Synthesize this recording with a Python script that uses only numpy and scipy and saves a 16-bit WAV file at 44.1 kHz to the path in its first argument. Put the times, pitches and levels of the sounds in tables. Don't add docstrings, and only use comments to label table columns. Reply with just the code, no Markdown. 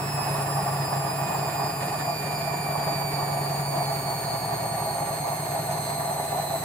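import sys
import numpy as np
from scipy import signal
from scipy.fft import rfft, irfft
from scipy.io import wavfile
from scipy.ndimage import uniform_filter1d

SR = 44100
rng = np.random.default_rng(int(sys.argv[2]) if len(sys.argv) > 2 else 0)


def dump_mix(stems):
    frames = np.atleast_2d(stems).T
    limited = np.clip(frames, -1, 1)
    pcm = np.round(limited * 32767).astype(np.int16)
    wavfile.write(sys.argv[1], SR, pcm)


N = 292824
TIME = np.arange(N) / SR
BELT_RATIO, SLOTS = 11.595, 18


def amp(db):
    return 10 ** (np.asarray(db) / 20)


def unit(x):
    return x / np.sqrt(np.mean(x ** 2) + 1e-20)


def over_time(points):
    t, value = np.transpose(points)
    return np.interp(TIME, t, value)


def on_log_axis(points, x):
    place, value = np.transpose(points)
    return np.interp(np.log(x + 1e-3), np.log(place), value)


def lift_db(peaks, hz):
    return sum(db / (1 + (2 * (hz - f) / width) ** 2) for f, width, db in peaks)


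def drift(rate_hz, size=N, count=2 ** 13):
    hz = np.fft.rfftfreq(count, size / count / SR)
    lowpass = 1 / (1 + (hz / rate_hz) ** 2) ** 2
    coarse = unit(irfft(rfft(rng.standard_normal(count)) * lowpass))
    return np.interp(np.arange(size), np.linspace(0, size, count), coarse)


def resonate(x, hz, width_hz):
    return signal.lfilter(*signal.iirpeak(hz, hz / width_hz, fs=SR), x)


def split(x, hz):
    low = signal.sosfiltfilt(signal.butter(2, hz, fs=SR, output="sos"), x)
    return low, x - low


def room(x, wet_db, t60=0.5, size=SR // 3, count=SR // 12):
    t = np.arange(size) / SR
    tail = rng.standard_normal((2, size)) * 1000 ** (-t / t60) * (t > .003)
    tail /= np.linalg.norm(tail, axis=1, keepdims=True)
    heard = x + amp(wet_db) * signal.oaconvolve(x, tail, axes=1)[:, :N]
    mean_power = uniform_filter1d((heard ** 2).mean(0), count)
    return heard / np.sqrt(mean_power + 1e-12)


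# f/Hz, width/Hz, lift/dB
TUB_MODES = [(300, 62, 7), (360, 56, 4), (417.8, 28, 11), (550, 21, 7), (686, 70, 1), (725, 22, 4.5),
             (818, 31.6, 9), (902, 23, 5.5), (975.5, 18, 8.5), (1167, 7.9, 7.5), (1377, 24, 7),
             (1485, 41, 7.5), (1752, 44, 9), (1860, 94, 8)]
# f/Hz, likeness (1 = same)
MIC_LIKENESS = [(30, 0.3), (160, 0.76), (300, 0.95), (600, 0.73), (1200, 0.34), (2500, 0.47),
                (15000, -0.12)]
# f/Hz, level/dB
MIC_BALANCE = [(160, -1), (740, -0.5), (1220, -2.5), (2010, -9.5), (3330, 1), (9080, -1), (15000, 1)]


def tub_noise(colour):
    hz = np.fft.rfftfreq(N, 1 / SR)
    a, b = rfft(rng.standard_normal((2, N)))
    same = np.clip(on_log_axis(MIC_LIKENESS, hz), -1, 1)
    pair = np.array([a, same * a + np.sqrt(1 - same ** 2) * b])
    sides = amp(np.outer([.5, -.5], on_log_axis(MIC_BALANCE, hz)))
    spectrum = amp(on_log_axis(colour, hz) + lift_db(TUB_MODES, hz))
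    return unit(irfft(pair * sides * spectrum, N))


DRUM_BLOWS = [(.75, 0.61), (0.2585, -0.3)]
# t/s, level/dB
LOAD_SWAY = [(0, -1.5), (.8, 0.5), (1.5, 0.5), (2.202, -1), (2.7, 1), (3.3, 0.5), (3.9, -0.5), (4.4, -1),
             (5.6, 0), (6.64, -3)]
# f/Hz, width/Hz, level/dB
PANEL_MODES = [(33, 1.8, -41), (62.7, 3.3, -63), (74.7, 6.7, -56.5), (88.6, 3.3, -49), (111.8, 2.7, -45),
               (116.5, 2.8, -38.5), (130.4, 12, -53.5), (141.2, 3.3, -47.5), (141.4, 3.6, -40),
               (142.7, 4.9, -37.5), (147.8, 5.5, -41.5), (160, 1.2, -49), (178.2, 0.76, -39.5)]


def drum(turns, speed_power=1.65, unevenness=0.089, low_hz=52, top_hz=220, count=22):
    blows = np.zeros(len(turns))
    for place, force in DRUM_BLOWS:
        for k in range(3, count):
            blows += force * np.cos(2 * np.pi * k * (turns - place))
    strength = unit(np.gradient(turns)) ** speed_power
    strength = strength * (1 + unevenness * drift(0.92, size=len(turns)))
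    t = np.arange(N - len(turns), N) / SR
    strength = strength * amp(np.interp(t, *np.transpose(LOAD_SWAY)))
    band = signal.butter(2, [low_hz, top_hz], "bandpass", fs=SR, output="sos")
    blows = signal.sosfiltfilt(band, np.sqrt(2) * blows * strength)
    return sum(amp(db) * resonate(blows, hz, width) for hz, width, db in PANEL_MODES)


def motor_hum(turns, mount_hz=141, width_hz=8, hum_db=-32):
    shake = np.sqrt(2) * np.sin(2 * np.pi * turns)
    return amp(hum_db) * resonate(resonate(shake, mount_hz, width_hz), mount_hz, width_hz)


# level at t = 0/dB, change/(dB/s),
# share of the shell's lift that it follows, left over right/dB, sideband strength/dB, room/dB,
# lower over upper sidebands/dB
WHINE_OVERTONES = [(-48.5, -0.86, 0.87, -10, -3, -8, -4.5), (-41.5, 0.26, 0.16, -2, -4, -1, 0),
                   (-45, -0.66, 0.94, -2, -6, -1.5, 1), (-47, 0.93, 0.77, -2, 1, -1.5, 1.5),
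                   (-49.5, -0.5, 0.37, 1, 7, 3, 2), (-48, 0.68, .5, 2, -1, -5, 2),
                   (-67, 1.8, .5, 3, 1, 8, 2)]
# distance/shaft orders,
# level/dB (before each overtone's own sideband strength)
SLOT_SIDEBANDS = [(1, -3.5), (2, -10.5), (3, -22), (4, -15), (5, -35), (9, -52)]
# f/Hz, width/Hz, lift/dB
SHELL_MODES = [(2210, 14, 0.5), (2367, 152, 11), (2467, 23, 1.5), (2520, 62, -4), (2556, 24, 6),
               (3300, 260, 10), (3850, 2300, -5), (4480, 260, 3), (4650, 47, 10), (4550, 120, -1.5),
               (5770, 260, -16), (7080, 25, 5), (7245, 45, 3.5), (7380, 66, 6.5), (8320, 93, 3),
               (8600, 140, 4.5), (9260, 28, -1), (10250, 60, 1.5), (9920, 93, 4), (10150, 260, 9)]
# t/s, level/dB
SECOND_SURGES = [(0.0, -2.0), (0.13, 3.0), (0.27, 1.5), (0.42, -3.0), (0.57, 0.5), (0.74, -3.0),
                 (0.86, 3.0), (1.01, -2.5), (1.1, -0.5), (1.33, -4.5), (1.39, 0.5), (1.52, -2.0),
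                 (1.66, 3.5), (1.79, -2.5), (1.98, -1.5), (2.17, 2.5), (2.23, -0.5), (2.34, 2.5),
                 (2.5, -0.5), (2.76, -0.5), (2.82, 3.5), (3.1, 0.0), (3.14, 3.0), (3.28, -0.5), (3.31, 3.5),
                 (3.37, -3.0), (3.45, 4.0), (3.6, 0.5), (3.94, 3.0), (4.02, -0.5), (4.1, 4.5), (4.17, 0.0),
                 (4.3, 3.0), (4.48, 0.0), (4.84, -1.5), (4.88, 1.5), (5.07, -4.5), (5.12, -0.5),
                 (5.35, -4.0), (5.54, -2.0), (5.7, -5.0), (5.9, 1.0), (6.02, -3.0), (6.23, -3.5),
                 (6.48, -1.0), (6.64, -3.0)]


def whine(turns, flutter_turns=0.0017, flutter_hz=20, swell_db=0.52, wander_db=0.7, wander_hz=2,
          skirt_db=-17, skirt_hz=350):
    slot_hz = SLOTS * SR * np.gradient(turns)
    hz = np.fft.rfftfreq(N, 1 / SR)
    shell_db = lift_db(SHELL_MODES, hz)
    turns = turns + flutter_turns * drift(flutter_hz)
    angle = np.linspace(0, 1, 4097)
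    offsets = np.arange(-SLOTS // 2, SLOTS // 2)
    out = np.zeros((2, N))
    for k, overtone in enumerate(WHINE_OVERTONES):
        first_db, change_db_per_s, follow, pan_db, side_db, wet_db, lower_db = overtone
        sideband_db = on_log_axis(SLOT_SIDEBANDS, abs(offsets)) + side_db + lower_db * (offsets < 0)
        size = np.where(offsets == 0, 1, amp(sideband_db))
        phases = np.outer(angle, offsets) + rng.random(len(offsets))
        ripple = np.exp(2j * np.pi * phases) @ size
        carrier = np.exp(2j * np.pi * (k + 1) * SLOTS * turns)
        skirt = amp(skirt_db) * (drift(skirt_hz) + 1j * drift(skirt_hz))
        wave = carrier * (np.interp(turns % 1, angle, ripple) + skirt)
        pair = np.array([wave.real, wave.imag])
        tone = irfft(rfft(pair) * amp(shell_db), N)
        level_db = first_db + change_db_per_s * TIME
        level_db = level_db + follow * np.interp(slot_hz * (k + 1), hz, shell_db)
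        level_db = level_db + swell_db * np.sqrt(k + 1) * drift(28)
        if k == 1:
            level_db = level_db + over_time(SECOND_SURGES)
        else:
            level_db = level_db + wander_db * drift(wander_hz)
        out += room(tone, wet_db) * amp(level_db + pan_db * np.array([[.5], [-.5]]))
    return out


# t/s, level/dB
ROAR_LEVEL = [(0.0, -38), (.15, -34.5), (1.3, -33.5), (2.35, -33), (3.1, -31.5), (4.1, -31), (4.7, -30.5),
              (5.5, -30.5), (6.1, -30.5), (6.64, -30)]
# f/Hz, level per hertz/dB
ROAR_SPECTRUM = [(250, -39), (480, -19), (590, -13.5), (660, 2), (740, -2.5), (850, -6.5), (1000, -9.5),
                 (1190, -8.5), (1320, -25), (1700, -26), (2600, -42.5)]
# start t/s, length/s, lift/dB
ROAR_CHURNS = [(0.148, 0.17, 1), (0.35, 0.074, 2.5), (0.494, 0.035, 2.1), (0.564, 0.041, 3.5),
               (0.66, 0.039, 3.5), (0.73, 0.1, 1), (0.918, 0.19, 2), (1.177, 0.067, 2.5),
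               (1.293, 0.041, 5.5), (1.335, 0.145, 2), (1.58, 0.12, 3), (1.922, 0.045, 4),
               (2.072, 0.05, 3.5), (2.503, 0.06, 3.5), (2.65, 0.15, 2), (2.797, 0.14, 3.5),
               (2.998, 0.035, 2.7), (3.167, 0.071, 4), (3.286, 0.16, 2), (3.507, 0.063, 3),
               (3.739, 0.095, 4.5), (3.877, 0.059, 4.0), (4.045, 0.035, 0.5), (4.076, 0.053, 3),
               (4.183, 0.04, 2.5), (4.3, 0.058, 2.5), (4.475, 0.067, 4), (4.64, 0.029, 2.7),
               (4.7, 0.042, 1.5), (4.77, 0.14, 2.6), (4.949, 0.089, 3), (5.078, 0.087, 2),
               (5.237, 0.054, 5), (5.32, 0.03, 3.5), (5.446, 0.031, 4.5), (5.542, 0.062, 5),
               (5.69, 0.145, 3), (5.864, 0.09, 4), (5.996, 0.14, 5), (6.16, 0.099, 4), (6.312, 0.088, 5.5),
               (6.503, 0.07, 3.5)]


def bearings(pace, roar_db=-0.5, churning=0.93, edge_hz=45, grain_db=0.88, grain_hz=45,
             split_hz=950, brightening=9.1):
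    clump_db = sum(db * ((TIME > start) & (TIME < start + length))
                   for start, length, db in ROAR_CHURNS)
    smooth = signal.butter(1, edge_hz, fs=SR, output="sos")
    clump_db = signal.sosfiltfilt(smooth, clump_db)
    level_db = over_time(ROAR_LEVEL) + roar_db + churning * clump_db + grain_db * drift(grain_hz)
    low, high = split(tub_noise(ROAR_SPECTRUM), split_hz)
    return (low + high * pace ** brightening) * amp(level_db)


# f/Hz, level per hertz/dB
RUSH_SPECTRUM = [(25, -15), (70, -9.5), (125, -9), (180, 1.5), (245, -7.5), (420, -4.5), (1000, -5.5),
                 (1900, -12.5), (2500, -11), (3200, -17.5), (4600, -12.5), (5700, -25.5), (7200, -16.5),
                 (15000, -27)]


def rush(pace, rush_db=-37, speed_power=1.57, split_hz=2800, flicker_db=1.5):
    noise = tub_noise(RUSH_SPECTRUM) * amp(rush_db + flicker_db * drift(49))
    air, hiss = split(noise, split_hz)
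    return air * pace ** speed_power + hiss


# f/Hz, level per hertz/dB
BUZZ_SPECTRUM = [(1800, -7), (2500, 1), (3200, -10), (4600, -7), (5700, -11), (7000, 4), (9000, -8.5),
                 (11000, 5), (15000, -5)]


def buzz(turns, buzz_db=-50, growth_db_per_s=0.38, flutter_turns=0.0023, flutter_hz=20, wet_db=-2,
         count=140):
    angle = np.linspace(0, 1, 4097)
    phases = np.outer(angle, np.arange(1, count)) + rng.random(count - 1)
    track = np.exp(2j * np.pi * phases).sum(1)
    wave = np.interp((turns + flutter_turns * drift(flutter_hz)) % 1, angle, track)
    colour = amp(on_log_axis(BUZZ_SPECTRUM, np.fft.rfftfreq(N, 1 / SR)))
    tone = irfft(rfft(np.array([wave.real, wave.imag])) * colour, N)
    return room(tone, wet_db) * amp(buzz_db + growth_db_per_s * TIME)


# rate/(cycles per drum turn), level/dB
RUNNING_TONES = [(12.61, -63), (13.61, -59.5), (14.7, -59), (15.53, -53.5), (16.27, -57.5), (17.73, -60.5),
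                 (19.2, -64), (20.01, -58), (23.2, -61), (24, -64), (25, -64.5), (27, -60.5),
                 (35.71, -55.5)]


def running(drum_turns, waver_db=4.0, waver_hz=4):
    out = np.zeros(N)
    for rate, db in RUNNING_TONES:
        tone = np.sqrt(2) * np.sin(2 * np.pi * (rate * drum_turns + rng.random()))
        out += amp(db + waver_db * drift(waver_hz)) * tone
    return out


# t/s, level/dB (rms over the decay time)
TUB_KNOCKS = [(0.184, -31), (0.925, -24), (1.344, -26), (1.693, -28.5), (2.473, -27.5), (2.752, -26),
              (2.873, -26), (3.279, -30), (3.727, -30), (5.45, -33), (5.577, -32), (5.686, -32.5),
              (6.003, -31), (6.196, -34), (6.395, -29)]


def knocks(attack_s=0.0018, decay_s=0.012, ring_s=.1):
    ring, out = tub_noise(ROAR_SPECTRUM), np.zeros((2, N))
    for start, db in TUB_KNOCKS:
        span = slice(int(start * SR), int((start + ring_s) * SR))
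        t = TIME[span] - TIME[span][0]
        burst = ring[:, span] * (1 - np.exp(-t / attack_s)) * np.exp(-t / decay_s)
        out[:, span] += amp(db) * unit(burst) * np.sqrt(decay_s / ring_s)
    return out


# start t/s, length/s, f/Hz, width/Hz, level at the crest/dB
BRUSH_SCRAPES = [(5.62, 0.39, 6270, 300, -50), (5.65, .7, 10500, 350, -55)]


def scrapes():
    out = np.zeros((2, N))
    for start, length, hz, width_hz, db in BRUSH_SCRAPES:
        noise = rng.standard_normal((2, N))
        hiss = resonate(resonate(noise, hz, width_hz), hz, width_hz)
        swell = np.sin(np.pi * np.clip((TIME - start) / length, 0, 1))
        out += amp(db) * unit(hiss) * swell
    return out


START_HZ, BRAKE_HZ_PER_S, EASING_HZ_PER_S2 = 143.236, 4.8128, .026314


def scene(count=4):
    t = np.arange(-SR // 2, N) / SR
    shaft = START_HZ * t - BRAKE_HZ_PER_S * t ** 2 / 2 + EASING_HZ_PER_S2 * t ** 3 / 3
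    cabinet = (drum(shaft / BELT_RATIO) + motor_hum(shaft))[-N:]
    turns = shaft[-N:]
    pace = unit(np.gradient(turns))
    rumble = cabinet + bearings(pace) + rush(pace) + running(turns / BELT_RATIO) + knocks()
    left, right = rumble
    right = np.pad(right, (count, 0))[:N]
    return np.array([left, right]) + whine(turns) + buzz(turns) + scrapes()


def record(dry, edge_hz=15850):
    lowpass = signal.firwin(511, edge_hz, window=("kaiser", 9), fs=SR)
    return signal.oaconvolve(dry, lowpass[None], "same")


dry = scene()
out = record(dry)
dump_mix(out)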